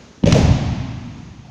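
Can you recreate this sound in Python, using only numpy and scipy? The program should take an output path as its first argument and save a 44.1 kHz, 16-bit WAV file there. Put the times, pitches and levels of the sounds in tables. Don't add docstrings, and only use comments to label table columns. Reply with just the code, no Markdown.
import sys
import numpy as np
from scipy import signal
from scipy.fft import rfft, irfft
from scipy.io import wavfile
from scipy.ndimage import map_coordinates

SR = 44100
rng = np.random.default_rng(int(sys.argv[2]) if len(sys.argv) > 2 else 0)


def generate_wav(signal):
    frames = np.transpose(np.atleast_2d(signal))
    scaled = np.clip(frames, -1, 1) * 32767
    pcm = np.round(scaled).astype(np.int16)
    wavfile.write(sys.argv[1], SR, pcm)


N = 66150
T = np.arange(N) / SR


# start_s, level_db, pitch_hz
BODY_IMPACTS = [(0.2286, -16.5, 233), (0.2385, 0.5, 200.8), (0.258, -7, 142), (0.272, -5, 201.7),
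                (0.3232, -2.5, 130.2), (0.3557, -6, 178), (0.425, -11, 68.6)]

def thuds():
    return sum(in_hall(amp(db) * pulse(start, hz), wet_db=4) for start, db, hz in BODY_IMPACTS)


# start_s, crack_db, cutoff_hz, smack_db, smack_hz
COVER_CONTACTS = [(0.2359, -22, 2400, -17, 458), (0.2569, -23.5, 5900, -10.5, 481),
                  (0.2723, -24.5, 7000, -15, 435), (0.3236, -9.5, 7900, -13.5, 646),
                  (0.3472, -23.5, 13800, -14, 664), (0.3652, -38, 7000, -9.5, 521)]

def slaps():
    out = np.zeros(N)
    for start, crack_db, cutoff_hz, smack_db, smack_hz in COVER_CONTACTS:
        out += amp(crack_db) * crack(start, cutoff_hz)
        smack = amp(smack_db) * pulse(start, smack_hz, peak_cycles=0.71, steepness=1.38)
        out += in_hall(smack, wet_db=8.5)
    return out


# pitch_hz, level_db, t60_s
SLAP_PEAKS = [(2215, -13, 0.03), (2900, -5.5, 0.025), (4076, -12, 0.024), (5700, -11.5, 0.017)]
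# frequency_hz, level_db
SNAP_SPECTRUM = [(300, 1.5), (850, -2), (1450, -7), (2000, -4), (3200, -4.5), (4600, -5), (6400, -4.5),
                 (7100, -8), (8000, -21), (15000, -32)]

def crack(start, cutoff_hz):
    rise_s = 5.3 / cutoff_hz
    ring = sum(amp(db) * burst(start, rise_s, t60_s) * np.sin(2 * np.pi * hz * (T - start))
               for hz, db, t60_s in SLAP_PEAKS)
    snap = burst(start, rise_s, t60_s=0.02) * noise(SNAP_SPECTRUM)
    echo = amp(2) * snap.std() * hall(impulse(start, SNAP_SPECTRUM))
    return low_pass(snap + ring + echo, cutoff_hz)


# start_s, flutter_db, cloth_db, cutoff_hz
BODY_SLIDES = [(0.2545, -18, -26, 6300), (0.344, -17.5, -33.5, 13740)]
# frequency_hz, level_db
FLUTTER_SPECTRUM = [(100, -29), (300, -12.5), (400, 6.5), (480, 10.5), (620, 9.5), (780, -8.5),
                    (1100, -19.5), (3000, -51), (8000, -73.5)]
CLOTH_SPECTRUM = [(300, -7.5), (850, -2.5), (1450, -7.5), (2000, -1), (3200, -1.5), (4600, -9), (6500, -2),
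                  (7200, -14), (8200, -17), (15000, -27)]

def slides():
    out = np.zeros(N)
    for start, flutter_db, cloth_db, cutoff_hz in BODY_SLIDES:
        flutter = burst(start, rise_s=0.022, t60_s=0.15) * noise(FLUTTER_SPECTRUM)
        out += in_hall(amp(flutter_db) * flutter, wet_db=-9.5)
        grain = unit_rms(noise(CLOTH_SPECTRUM) * amp(2.5 * wobble(rate_hz=350)))
        rustle = burst(start, rise_s=0.016, t60_s=0.38) * low_pass(grain, cutoff_hz)
        out += in_hall(amp(cloth_db) * rustle, wet_db=-5.5)
    return out


# start_s, thump_db, scuff_db
FOOTFALLS = [(0.79, -28, -53), (1.118, -41, -57), (1.281, -32, -76), (1.445, -57, -47)]
# frequency_hz, level_db
SCUFF_SPECTRUM = [(60, -18), (300, -11), (750, 10), (1200, -18), (3000, -15), (6500, -30), (8500, -40),
                  (15000, -49)]

def steps():
    out = np.zeros(N)
    for start, thump_db, scuff_db in FOOTFALLS:
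        thump = amp(thump_db) * pulse(start, pitch_hz=118)
        scuff = amp(scuff_db) * burst(start, rise_s=0.01, t60_s=0.13) * noise(SCUFF_SPECTRUM)
        out += in_hall(thump + scuff, wet_db=6.5)
    return out


# frequency_hz, t60_s
HALL_DECAY = [(50, 1.26), (130, 1.96), (260, 2.164), (480, 0.9), (1000, 2.21), (2500, 2.19), (5000, 1.63),
              (7500, 1.27), (12000, 0.51)]
# frequency_hz, gain_db
HALL_SPECTRUM = [(25, -10.5), (55, 8.5), (90, 1), (125, 3.5), (190, -7), (280, 0.5), (400, -5), (550, -5),
                 (780, -0.5), (1200, 1), (12000, -4)]

def hall(x):
    gap_s, build_s = 0.0051, 0.0084
    hz, t, bands = signal.stft(rng.standard_normal(N), SR, nperseg=1024)
    bands = bands * decay(t, along(HALL_DECAY, hz)[:, None]) * amp(along(HALL_SPECTRUM, hz))[:, None]
    tail = signal.istft(bands, SR, nperseg=1024)[1][:N]
    build_up = 1 - np.exp(-np.maximum(T - gap_s, 0) / build_s)
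    return signal.fftconvolve(x, tail * build_up / np.sqrt(SR / 10))[:N]


def in_hall(x, wet_db):
    return x + amp(wet_db) * hall(x)


# frequency_hz, level_db
LINGER_SPECTRUM = [(60, -7), (200, -13), (400, 9), (800, -1.5), (2000, -6), (5000, -9.5), (6800, -9),
                   (8000, -29.5), (15000, -50)]
ROOM_SPECTRUM = [(25, -36), (60, 1.5), (120, -6), (240, -1.5), (400, -15.5), (800, -20), (1600, -24.5),
                 (4500, -28), (6600, -27), (8000, -47.5), (11000, -60), (15000, -65)]

def room_tone():
    linger = amp(-47) * decay(T, t60_s=1.8) * noise(LINGER_SPECTRUM)
    hum_and_hiss = amp(-45 + 1.2 * wobble(rate_hz=5)) * noise(ROOM_SPECTRUM)
    return hum_and_hiss + linger


def pulse(start, pitch_hz, peak_cycles=0.8, steepness=3.38):
    t = np.maximum(T - start, 0)
    progress = t * pitch_hz / peak_cycles
    envelope = (progress * np.exp(1 - progress)) ** steepness
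    return envelope * np.sin(2 * np.pi * pitch_hz * t)


def decay(t, t60_s):
    return np.exp(-np.log(1000) * t / t60_s)


def burst(start, rise_s, t60_s):
    t = np.maximum(T - start, 0)
    envelope = (1 - np.exp(-t / rise_s)) * decay(t, t60_s)
    return envelope / (envelope.max() + 1e-12)


def noise(spectrum):
    gain = amp(along(spectrum, np.fft.rfftfreq(N, 1 / SR)))
    return unit_rms(irfft(rfft(rng.standard_normal(N)) * gain, N))


def impulse(start, spectrum):
    hz = np.fft.rfftfreq(N, 1 / SR)
    return unit_rms(irfft(amp(along(spectrum, hz)) * np.exp(-2j * np.pi * hz * start), N))


def wobble(rate_hz):
    return map_coordinates(rng.standard_normal(N // 8), [T * rate_hz], mode="wrap")


def low_pass(x, cutoff_hz):
    return signal.lfilter(*signal.butter(2, cutoff_hz, fs=SR), x)


def along(points, hz):
    frequencies, values = np.transpose(points)
    return np.interp(np.log(hz + 1), np.log(frequencies + 1), values)


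def amp(db):
    return 10 ** (np.asarray(db) / 20)


def unit_rms(x):
    return x / np.sqrt(np.mean(x ** 2) + 1e-20)


def scene():
    return (thuds() + slaps() + slides() + steps() + room_tone())[None]


def record(dry):
    top_hz = 15500
    rounded = dry / (1 + np.abs(dry) ** 8) ** (1 / 8)
    return signal.sosfiltfilt(signal.cheby1(14, .05, top_hz, fs=SR, output="sos"), rounded)


dry = scene()
out = record(dry)
generate_wav(out)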